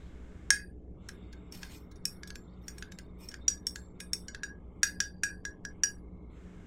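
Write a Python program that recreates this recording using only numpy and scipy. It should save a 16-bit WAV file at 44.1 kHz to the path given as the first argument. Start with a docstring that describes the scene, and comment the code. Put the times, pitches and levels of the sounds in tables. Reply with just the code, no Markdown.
"""A steel teaspoon knocks sugar into a ceramic mug, stirs the drink and is tapped dry on the rim.
Each contact is a noise crack plus decaying modes of mug and spoon; some modes sing on afterwards.
Between taps the spoon drags along the wall (stick-slip pulses) and the drink laps (short bubble rings).
A small kitchen answers, over mains hum and low room noise; a noise suppressor hushes the hiss
after loud clinks."""
import sys
import numpy as np
from scipy import signal
from scipy.fft import rfft, irfft
from scipy.io import wavfile
from scipy.ndimage import uniform_filter1d

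SR = 44100
rng = np.random.default_rng(int(sys.argv[2]) if len(sys.argv) > 2 else 0)


def dump(signal):
    """Clip the signal to [-1, 1] and save it as 16-bit WAV at the path in sys.argv[1]."""
    limited = np.clip(np.atleast_2d(signal).T, -1, 1)
    pcm = np.round(limited * 32767).astype(np.int16)
    wavfile.write(sys.argv[1], SR, pcm)


N = 293946

# Modes: (frequency [Hz], level [dB], t60 [s], level change with the spoon deep in the drink [dB])
# the mug's oval modes, split by its handle
MUG_LOW_MODES = [(830, -22, .035, -2), (1557, -6, 0.18, 2.5), (1652.6, 12, 0.13, -7),
                 (1730, -5.5, 0.075, -22)]
# the spoon's bowl
SPOON_MODES = [(4690, -26, .22, -10), (4753, -20, .24, -12), (4830, -26, .22, -14), (5440, -7, .04, 0),
               (5522, 0, .05, 3), (6400, -6, .04, -8), (6490, -2, .06, -9), (8050, -15, .1, 2),
               (8400, -16, .17, -1), (10440, -28, .26, -10), (11590, -27, .22, -8)]
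# stiff, quickly damped modes that only a sharp blow reaches
BRIGHT_MODES = [(7420, 9.5, 0.032, -24.5), (7700, -1.5, .02, -31.5), (8180, 6, 0.012, -3.5),
                (8610, -1.5, 0.023, 13.5), (8817, 2.5, 0.12, -6.5), (10050, -16.5, 0.031, 16),
                (10335, -10.5, 0.064, 6), (10560, -8, 0.08, 8), (11600, -18, 0.042, 18),
                (13150, -15.5, 0.044, 12), (13500, -10, 0.05, -2), (15200, -3, 0.033, -2),
                (15600, -15, .03, -8)]
# dull modes of spoon and mug in touch
DULL_MODES = [(1900, 0, .02, -3), (2070, -7, .11, -2), (2500, -8, .1, 0), (2900, -7, .06, -2),
              (3260, -9, .08, -3), (3660, -7, .08, 3), (4450, -3, .02, 0), (4850, 0, .02, 0)]

DEEP_FROM_S, DEEP_TO_S = 1, 4.4  # the spoon is deep in the mug


def amp(db):
    """Decibels to gain."""
    return 10 ** (np.asarray(db) / 20)


def unit(x):
    """Scales to rms 1."""
    return x / np.sqrt(np.mean(x ** 2) + 1e-20)


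def read(points, hz):
    """Interpolates (frequency, value) points on a log-frequency axis."""
    point_hz, value = np.transpose(points)
    return np.interp(np.log(hz + 1), np.log(point_hz + 1), value)


def coloured(x, spectrum):
    """Filters x by a spectrum in dB, at rms 1."""
    hz = np.fft.rfftfreq(len(x), 1 / SR)
    return unit(irfft(rfft(x) * amp(read(spectrum, hz)), len(x)))


def wander(hz):
    """Random modulation of rms 1, up to about hz changes a second."""
    f = np.fft.rfftfreq(N, 1 / SR)
    return unit(irfft(rfft(rng.standard_normal(N)) * np.exp(-(f / hz) ** 2), N))


def add(mix, s, sound):
    """Mixes a sound in at time s."""
    part = mix[round(s * SR):][:len(sound)]
    part += sound[:len(part)]


def dying(t, t60):
    """Exponential decay: falls by 60 dB in t60 seconds."""
    return np.exp(-np.log(1000) * t / max(t60, 1e-3))


def stroke(start_s, length_s, attack_s, release_t60):
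    """Envelope of one movement: it rises, holds until its length is over and dies away."""
    t = np.arange(N) / SR - start_s
    return np.clip(t / attack_s, 0, 1) * dying(np.maximum(t - length_s, 0), release_t60)


def ring(t, modes, deep, vary_db, detune=0.00035):
    """Decaying modes; every point of contact weights and loads them a little differently."""
    total = 0
    for hz, db, t60, deep_change_db in modes:
        level_chance, pitch_chance = rng.standard_normal(2)
        gain = amp(db + deep * deep_change_db + vary_db * level_chance)
        mode_hz = hz * (1 + detune * pitch_chance)
        total = total + gain * dying(t, t60) * np.sin(2 * np.pi * mode_hz * t)
    return total


def patchy(x, depth_db, frames, bins):
    """The point of contact wanders, so single bands swell and fade."""
    z = signal.stft(x, nperseg=256)[2]
    patches = uniform_filter1d(rng.standard_normal(z.shape), bins, axis=0)
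    patches = unit(uniform_filter1d(patches, frames, axis=1))
    return unit(signal.istft(z * amp(depth_db * patches), nperseg=256)[1][:N])


def rubbed(drive, ring_db, mug_db=-9):
    """Steady rubbing feeds the modes of spoon and mug."""
    t = np.arange(SR // 8) / SR
    body = ring(t, DULL_MODES + BRIGHT_MODES + SPOON_MODES, deep=True, vary_db=5.5)
    body = body + amp(mug_db) * ring(t, MUG_LOW_MODES, deep=True, vary_db=1.5)
    resonance = unit(signal.fftconvolve(drive, body)[:N])
    return patchy(drive + amp(ring_db) * resonance, depth_db=2.8, frames=12, bins=4)


def background(rumble_db=-52, hiss_db=-66, waver=0.52, sway_rad=0.43):
    """Hum lines wavering in level and phase, over low room noise and a faint hiss."""
    # mains hum and fan: (frequency [Hz], rms level before the waver [dB])
    hum_lines = [(60.1, -53), (78.5, -68.5), (119.8, -84), (180.2, -58), (241, -68.5), (301, -66.5),
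                 (361, -72), (421, -70)]
    # low room noise: (frequency [Hz], density [dB per Hz])
    rumble_colour = [(20, 8), (35, 0), (48, 0), (80, 6), (140, -0.5), (280, -3), (420, -5.5), (560, -12.5),
                     (750, -18), (1050, -25), (1400, -44.5), (2200, -68), (5000, -70)]
    # hiss: (frequency [Hz], density [dB per Hz])
    hiss_colour = [(500, -13), (1050, -1), (1650, 0.5), (2000, -5.5), (2140, 0.5), (2350, -7), (3000, -9.5),
                   (3750, -12), (4300, -19), (7500, -14.5), (9500, -27), (16000, -40)]
    t = np.arange(N) / SR
    hum = np.zeros(N)
    for hz, db in hum_lines:
        level = amp(db) * np.sqrt(2) * (1 + waver * wander(20))
        phase = 2 * np.pi * (hz * t + rng.random()) + sway_rad * wander(2.3)
        hum += level * np.sin(phase)
    rumble = amp(rumble_db) * coloured(rng.standard_normal(N), rumble_colour)
    hiss = amp(hiss_db) * coloured(rng.standard_normal(N), hiss_colour)
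    return hum + rumble + hiss


def sugar(level_db=-74, pour_s=.07):
    """Fine crystals slide off the spoon and trickle into the drink: coloured noise."""
    # (frequency [Hz], density [dB per Hz])
    sugar_colour = [(1500, -9), (3700, 9.5), (5000, 0.5), (6800, -9.5), (8300, -8), (9500, -21),
                    (11000, -14), (16000, -21)]
    trickle = amp(level_db) * coloured(rng.standard_normal(N), sugar_colour)
    return trickle * stroke(0, pour_s, attack_s=0.0037, release_t60=.5)


def stirring(level_db=-74.5, swing_db=2.5, turns_hz=2.3, peak_s=1.22):
    """Gain of the drink's motion: one swell for each turn while the spoon is in it."""
    sweep = np.cos(2 * np.pi * turns_hz * (np.arange(N) / SR - peak_s))
    stay = stroke(DEEP_FROM_S, DEEP_TO_S - DEEP_FROM_S, attack_s=0.24, release_t60=.3)
    return amp(level_db + swing_db * sweep) * stay


def swirl(bubbles_per_s=1400, size_db=2, decay_cycles=12, pitches=24):
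    """Tiny bubbles and lappings around the spoon, each a short ring, heard through the mug."""
    # (frequency [Hz], density [dB per Hz])
    swirl_colour = [(500, -20.5), (1500, -6.5), (2400, -14), (3600, 23), (5000, 14), (8000, 5),
                    (12000, -19.5), (16000, -35.5)]
    t, bubbles = np.arange(2048) / SR, np.zeros(N)
    for hz in np.geomspace(1300, 7000, pitches):
        starts = rng.random(N) < bubbles_per_s / pitches / SR
        pops = starts * amp(size_db * np.minimum(rng.exponential(1, N), 3))
        bubble = np.sin(2 * np.pi * hz * t) * t * hz * np.exp(-2 * np.pi * t * hz / decay_cycles)
        bubbles += signal.oaconvolve(pops, bubble)[:N]
    drive = coloured(unit(bubbles) + .4 * rng.standard_normal(N), swirl_colour)
    return rubbed(drive, ring_db=3.5) * stirring()


def pressure(swell_db=3, attack_s=0.013, release_t60=0.29):
    """Gain of the drags: each catches quickly, presses harder along its length and lets go."""
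    # spoon on the glaze: (start [s], length [s], level at the end of the swell [dB])
    drags = [(1.514, 0.24, -53.5), (2.614, 0.18, -64.5), (3.18, 0.065, -56.5)]
    t, gain = np.arange(N) / SR, np.zeros(N)
    for s, length_s, db in drags:
        remaining = np.clip(1 - (t - s) / length_s, 0, 1)
        gain += amp(db - swell_db * remaining) * stroke(s, length_s, attack_s, release_t60)
    return gain


def scrape(slip_hz=900, drift=.1, jitter=0.26, grit=0.43, uneven_db=2.0, lean_db=2.0):
    """The spoon's edge sticks and slips unevenly on the glaze, with sugar grit under it."""
    # (frequency [Hz], density [dB per Hz])
    scrape_colour = [(600, 2), (1600, 2.5), (2700, 7.5), (4000, 1.5), (6000, 6), (8000, -0.5), (10500, -4),
                     (13500, 2), (15500, -4), (16500, -17)]
    slips_per_s = slip_hz * np.exp(drift * wander(6.4) + jitter * wander(900))
    slips = np.diff(np.floor(np.cumsum(slips_per_s) / SR), prepend=0)  # one pulse a slip
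    drive = unit(slips - slips.mean()) + grit * rng.standard_normal(N)
    drive = coloured(drive * amp(uneven_db * wander(90)), scrape_colour)
    return rubbed(drive, ring_db=-4.0) * pressure() * amp(lean_db * wander(19))


def sings(spread=.014, count=9):
    """Modes left ringing freely after contact: close clusters of sines beating together."""
    # spoon or mug after the two part: (time [s], frequency [Hz], level [dB], t60 [s])
    singing_modes = [(.505, 4765, -37.5, .28), (.505, 2506, -47, 0.37), (2.354, 7360, -60.5, 0.51),
                     (2.683, 1670, -61, .45), (2.917, 7460, -62.5, .26), (3.481, 1680, -49, .5),
                     (3.755, 7450, -54.5, 0.45), (4.832, 4750, -48.5, 0.58), (5.003, 4730, -48.5, 0.43),
                     (5.235, 4700, -52, .42)]
    out, t = np.zeros(N), np.arange(SR // 2) / SR
    for s, hz, db, t60 in singing_modes:
        cluster = 0
        for chance in rng.standard_normal(count):
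            cluster = cluster + np.sin(2 * np.pi * hz * (1 + spread * chance) * t)
        add(out, s, amp(db) * cluster / np.sqrt(count) * dying(t, t60))
    return out


def contact_colour(x, depth_db, width_hz=700):
    """Every point of contact favours some broad bands and misses others."""
    hz, knots_hz = np.fft.rfftfreq(len(x), 1 / SR), np.arange(0, SR / 2, width_hz)
    ripple_db = depth_db * np.interp(hz, knots_hz, rng.standard_normal(len(knots_hz)))
    return irfft(rfft(x) * amp(ripple_db), len(x))


def crack(t, spectrum, t60):
    """The crowd of heavily damped modes at the moment of contact: decaying coloured noise."""
    noise = contact_colour(rng.standard_normal(len(t)), depth_db=1.5)
    return coloured(noise, spectrum) * dying(t, t60)


def struck(x, db):
    """Sets the rms of a blow's first 20 ms."""
    return amp(db) * x / np.sqrt(np.mean(x[:SR // 50] ** 2))


def share(hardness, back_db, edge_db):
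    """A blow's share in dB over its strength, from the spoon's back to its edge."""
    return back_db + hardness * (edge_db - back_db)


def taps(touch_s=0.011, rise_s=0.00086, knock_noise_db=1, dull_db=-7, tick_noise_db=-6,
         wet_noise_db=4, loading=0.011, firm_db=-52, drowned_db=-15.5, mug_hold=0.56, spoon_hold=1.35):
    """Steel meets ceramic: a crack, then both bodies ring, losing most while they stay in touch."""
    # hardness 0 is the spoon's back, 1 its edge: (time [s], strength [dB], hardness [0-1],
    # wall ring over the strength [dB], ring lost while the two stay in touch [dB])
    contacts = [(.5043, -29.5, 0.75, -7.5, 23), (1.0867, -58, 0.75, -19, 18), (1.09, -51, 0, -27, 43),
                (1.327, -60, 0.16, -31, 0), (1.523, -66.5, 1, -8, 35.5), (1.6308, -48, 0.06, -7, 33),
                (1.913, -64, .35, -41, 0.5), (1.9565, -66, .4, -5, -15), (2.0536, -44.5, .9, -1, 16),
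                (2.233, -52, .0, -11.5, 37), (2.2736, -57, 0.56, -12, -3), (2.3035, -51, 0.1, -14, 31),
                (2.3559, -52.5, 0.24, -64, 23), (2.6811, -53, 0.71, 7.5, 7), (2.781, -57, 0.6, -8, 3),
                (2.824, -49.5, .05, -12, 26), (2.92, -55.5, 0.21, -50, 17), (2.987, -52, 0.31, -19, 5),
                (3.287, -59.5, .95, -12, 21.5), (3.314, -58.5, .1, -4.5, 2.5),
                (3.341, -50.5, 0.14, -20, 40), (3.4807, -43.5, 0.56, 21, 9), (3.668, -48, 1, 2, 11.5),
                (3.758, -47, 0.3, -32, 24), (4.0015, -54, .55, -10, 17), (4.004, -49.5, 0.54, -9, -9),
                (4.1322, -45.5, 0.94, -2, 15), (4.2823, -51, 0.1, 4, -3), (4.347, -49.5, .0, -20, 24.5),
                (4.4333, -48.5, 0.34, 5, -1.5), (4.8311, -34, 0.66, 9, 9), (5.003, -39, 0.58, 8, 18),
                (5.2342, -38.5, 0.56, 6, 7), (5.4514, -49.5, 0.42, 7, 15), (5.6506, -51.5, 0.45, 6.5, 28.5),
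                (5.835, -41, .6, 17.5, 13)]
    # higher wall modes: (frequency [Hz], level [dB], t60 [s], level change deep in the drink [dB])
    mug_high_modes = [(4737, -12.5, 0.19, 1), (5730, -13.5, .04, 25.5), (5710, 4, .075, -32),
                      (6870, -6, 0.067, 6.5), (8040, -20.5, .2, 4.5), (8780, -17.5, 0.047, -2.5),
                      (10830, -24, .16, -11), (14250, -31, .11, -6.5), (15300, -27.5, .11, -8.5)]
    # dull contact noise: (frequency [Hz], density [dB per Hz])
    knock_colour = [(300, -44), (650, -24.5), (850, -9), (1050, -21), (1500, 5), (2200, 3.5), (2900, -1.5),
                    (3600, 1.5), (4900, 2), (6800, 4.5), (8600, -20), (9600, -23.5), (16000, -40.5)]
    # bright contact noise: (frequency [Hz], density [dB per Hz])
    tick_colour = [(1500, -32.5), (4000, -13.5), (6500, 3.5), (8500, 6), (9400, 3.5), (10800, 4),
                   (12300, -6), (13700, -7.5), (15500, -2.5), (17000, -4.5)]
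    out, t = np.zeros(N), np.arange(SR // 2) / SR
    for s, knock_db, hardness, wall_db, lost_db in contacts:
        tick_db = knock_db + share(hardness, back_db=-17.5, edge_db=4)
        spoon_db = knock_db + share(hardness, back_db=-24.5, edge_db=17)
        low_db = knock_db + share(hardness, back_db=18, edge_db=-0.5)
        deep = DEEP_FROM_S < s < DEEP_TO_S  # the moving drink loads the stiff modes anew at each blow
        skid = np.clip(amp(firm_db - knock_db), 1, 3)  # light contacts glance along the wall, last longer
        rise = 1 - np.exp(-t / (rise_s * skid))
        touch = rise * amp(-lost_db * (1 - np.exp(-t / touch_s)))
        knock = rise * crack(t, knock_colour, t60=0.015 * skid)
        tick = rise * crack(t, tick_colour, t60=0.0083 * skid)
        dull = touch * ring(t, DULL_MODES, deep, vary_db=11.5, detune=0.023 + deep * 0.012)
        bright = touch * ring(t, BRIGHT_MODES, deep, vary_db=6.5, detune=0.0017 + deep * loading)
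        # in touch, the heavy mug is affected less than the light spoon
        mug_low = touch ** mug_hold * ring(t, MUG_LOW_MODES, deep, vary_db=2.0)
        mug_high = touch * ring(t, mug_high_modes, deep, vary_db=0.37)
        spoon = touch ** spoon_hold * ring(t, SPOON_MODES, deep, vary_db=3.3)
        blow = struck(knock, knock_db + knock_noise_db)
        blow += struck(tick, tick_db + tick_noise_db + deep * wet_noise_db)
        blow += struck(dull, knock_db + dull_db)
        blow += struck(bright, tick_db)
        blow += struck(mug_low, low_db + deep * drowned_db)  # under the surface it is stirred less
        blow += struck(mug_high, knock_db + wall_db)
        blow += struck(spoon, spoon_db)
        add(out, s, blow)
    small_body = signal.butter(4, 720, "highpass", fs=SR, output="sos")
    return signal.sosfilt(small_body, out)  # so small a body radiates little bass


def kitchen(x, delay_s=0.0062):
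    """Dense reflections from counter and walls: noise, each band dying at its own speed."""
    # (frequency [Hz], t60 [s])
    room_decay = [(300, 0.25), (1600, 0.35), (4700, 0.24), (6000, 0.16), (8500, 0.25), (12000, 0.36),
                  (16000, 0.29)]
    hz, t, z = signal.stft(rng.standard_normal(SR // 2), SR, nperseg=256)
    decay = np.exp(-np.log(1000) * t / read(room_decay, hz)[:, None])
    tail = signal.istft(z * decay, SR, nperseg=256)[1]
    tail = np.concatenate([np.zeros(round(delay_s * SR)), tail])
    return signal.fftconvolve(x, tail / np.linalg.norm(tail))[:N]


def scene(room_db=-9.0, turn_hz=0.5947):
    """The mug moves in the hand, so its reflections keep changing; both channels hear the same."""
    near = taps() + sings() + scrape() + swirl() + sugar()
    turn = 2 * np.pi * turn_hz * np.arange(N) / SR
    wet = kitchen(near * np.cos(turn)) + kitchen(near * np.sin(turn))
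    return np.tile(near + amp(room_db) * wet + background(), (2, 1))


def suppressor(x, memory_s=.46, learn_s=.45, trigger_db=4, slope=2.2, deepest_db=26, open_db=5):
    """Learns the noise from the start; after loud sound, turns a band down as it nears the noise."""
    size, hop = 512, 128  # samples
    z = signal.stft(x, nperseg=size, noverlap=size - hop)[2]
    power = uniform_filter1d((abs(z) ** 2).mean(0), size=3, axis=0)
    power = uniform_filter1d(power, size=5, axis=1).clip(1e-20)
    noise = power[:, :round(learn_s * SR / hop)].mean(1, keepdims=True)
    over = power / noise
    frames = round(memory_s * SR / hop)
    recent_db = 10 * np.log10(signal.lfilter(np.ones(frames) / frames, 1, over) + 1e-9)
    cut_db = np.clip(slope * (recent_db - trigger_db), 0, deepest_db)
    cut_db = cut_db / (1 + over / amp(open_db) ** 2)  # loud bands stay open
    return signal.istft(z * amp(-cut_db), nperseg=size, noverlap=size - hop)[1][:, :N]


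def record(dry, edge_hz=16100):
    """The recorder's noise suppressor and band limit."""
    edge = signal.firwin(255, edge_hz, window=("kaiser", 9), fs=SR)
    return signal.oaconvolve(suppressor(dry), edge[None], "same")


dry = scene()
out = record(dry)
dump(out)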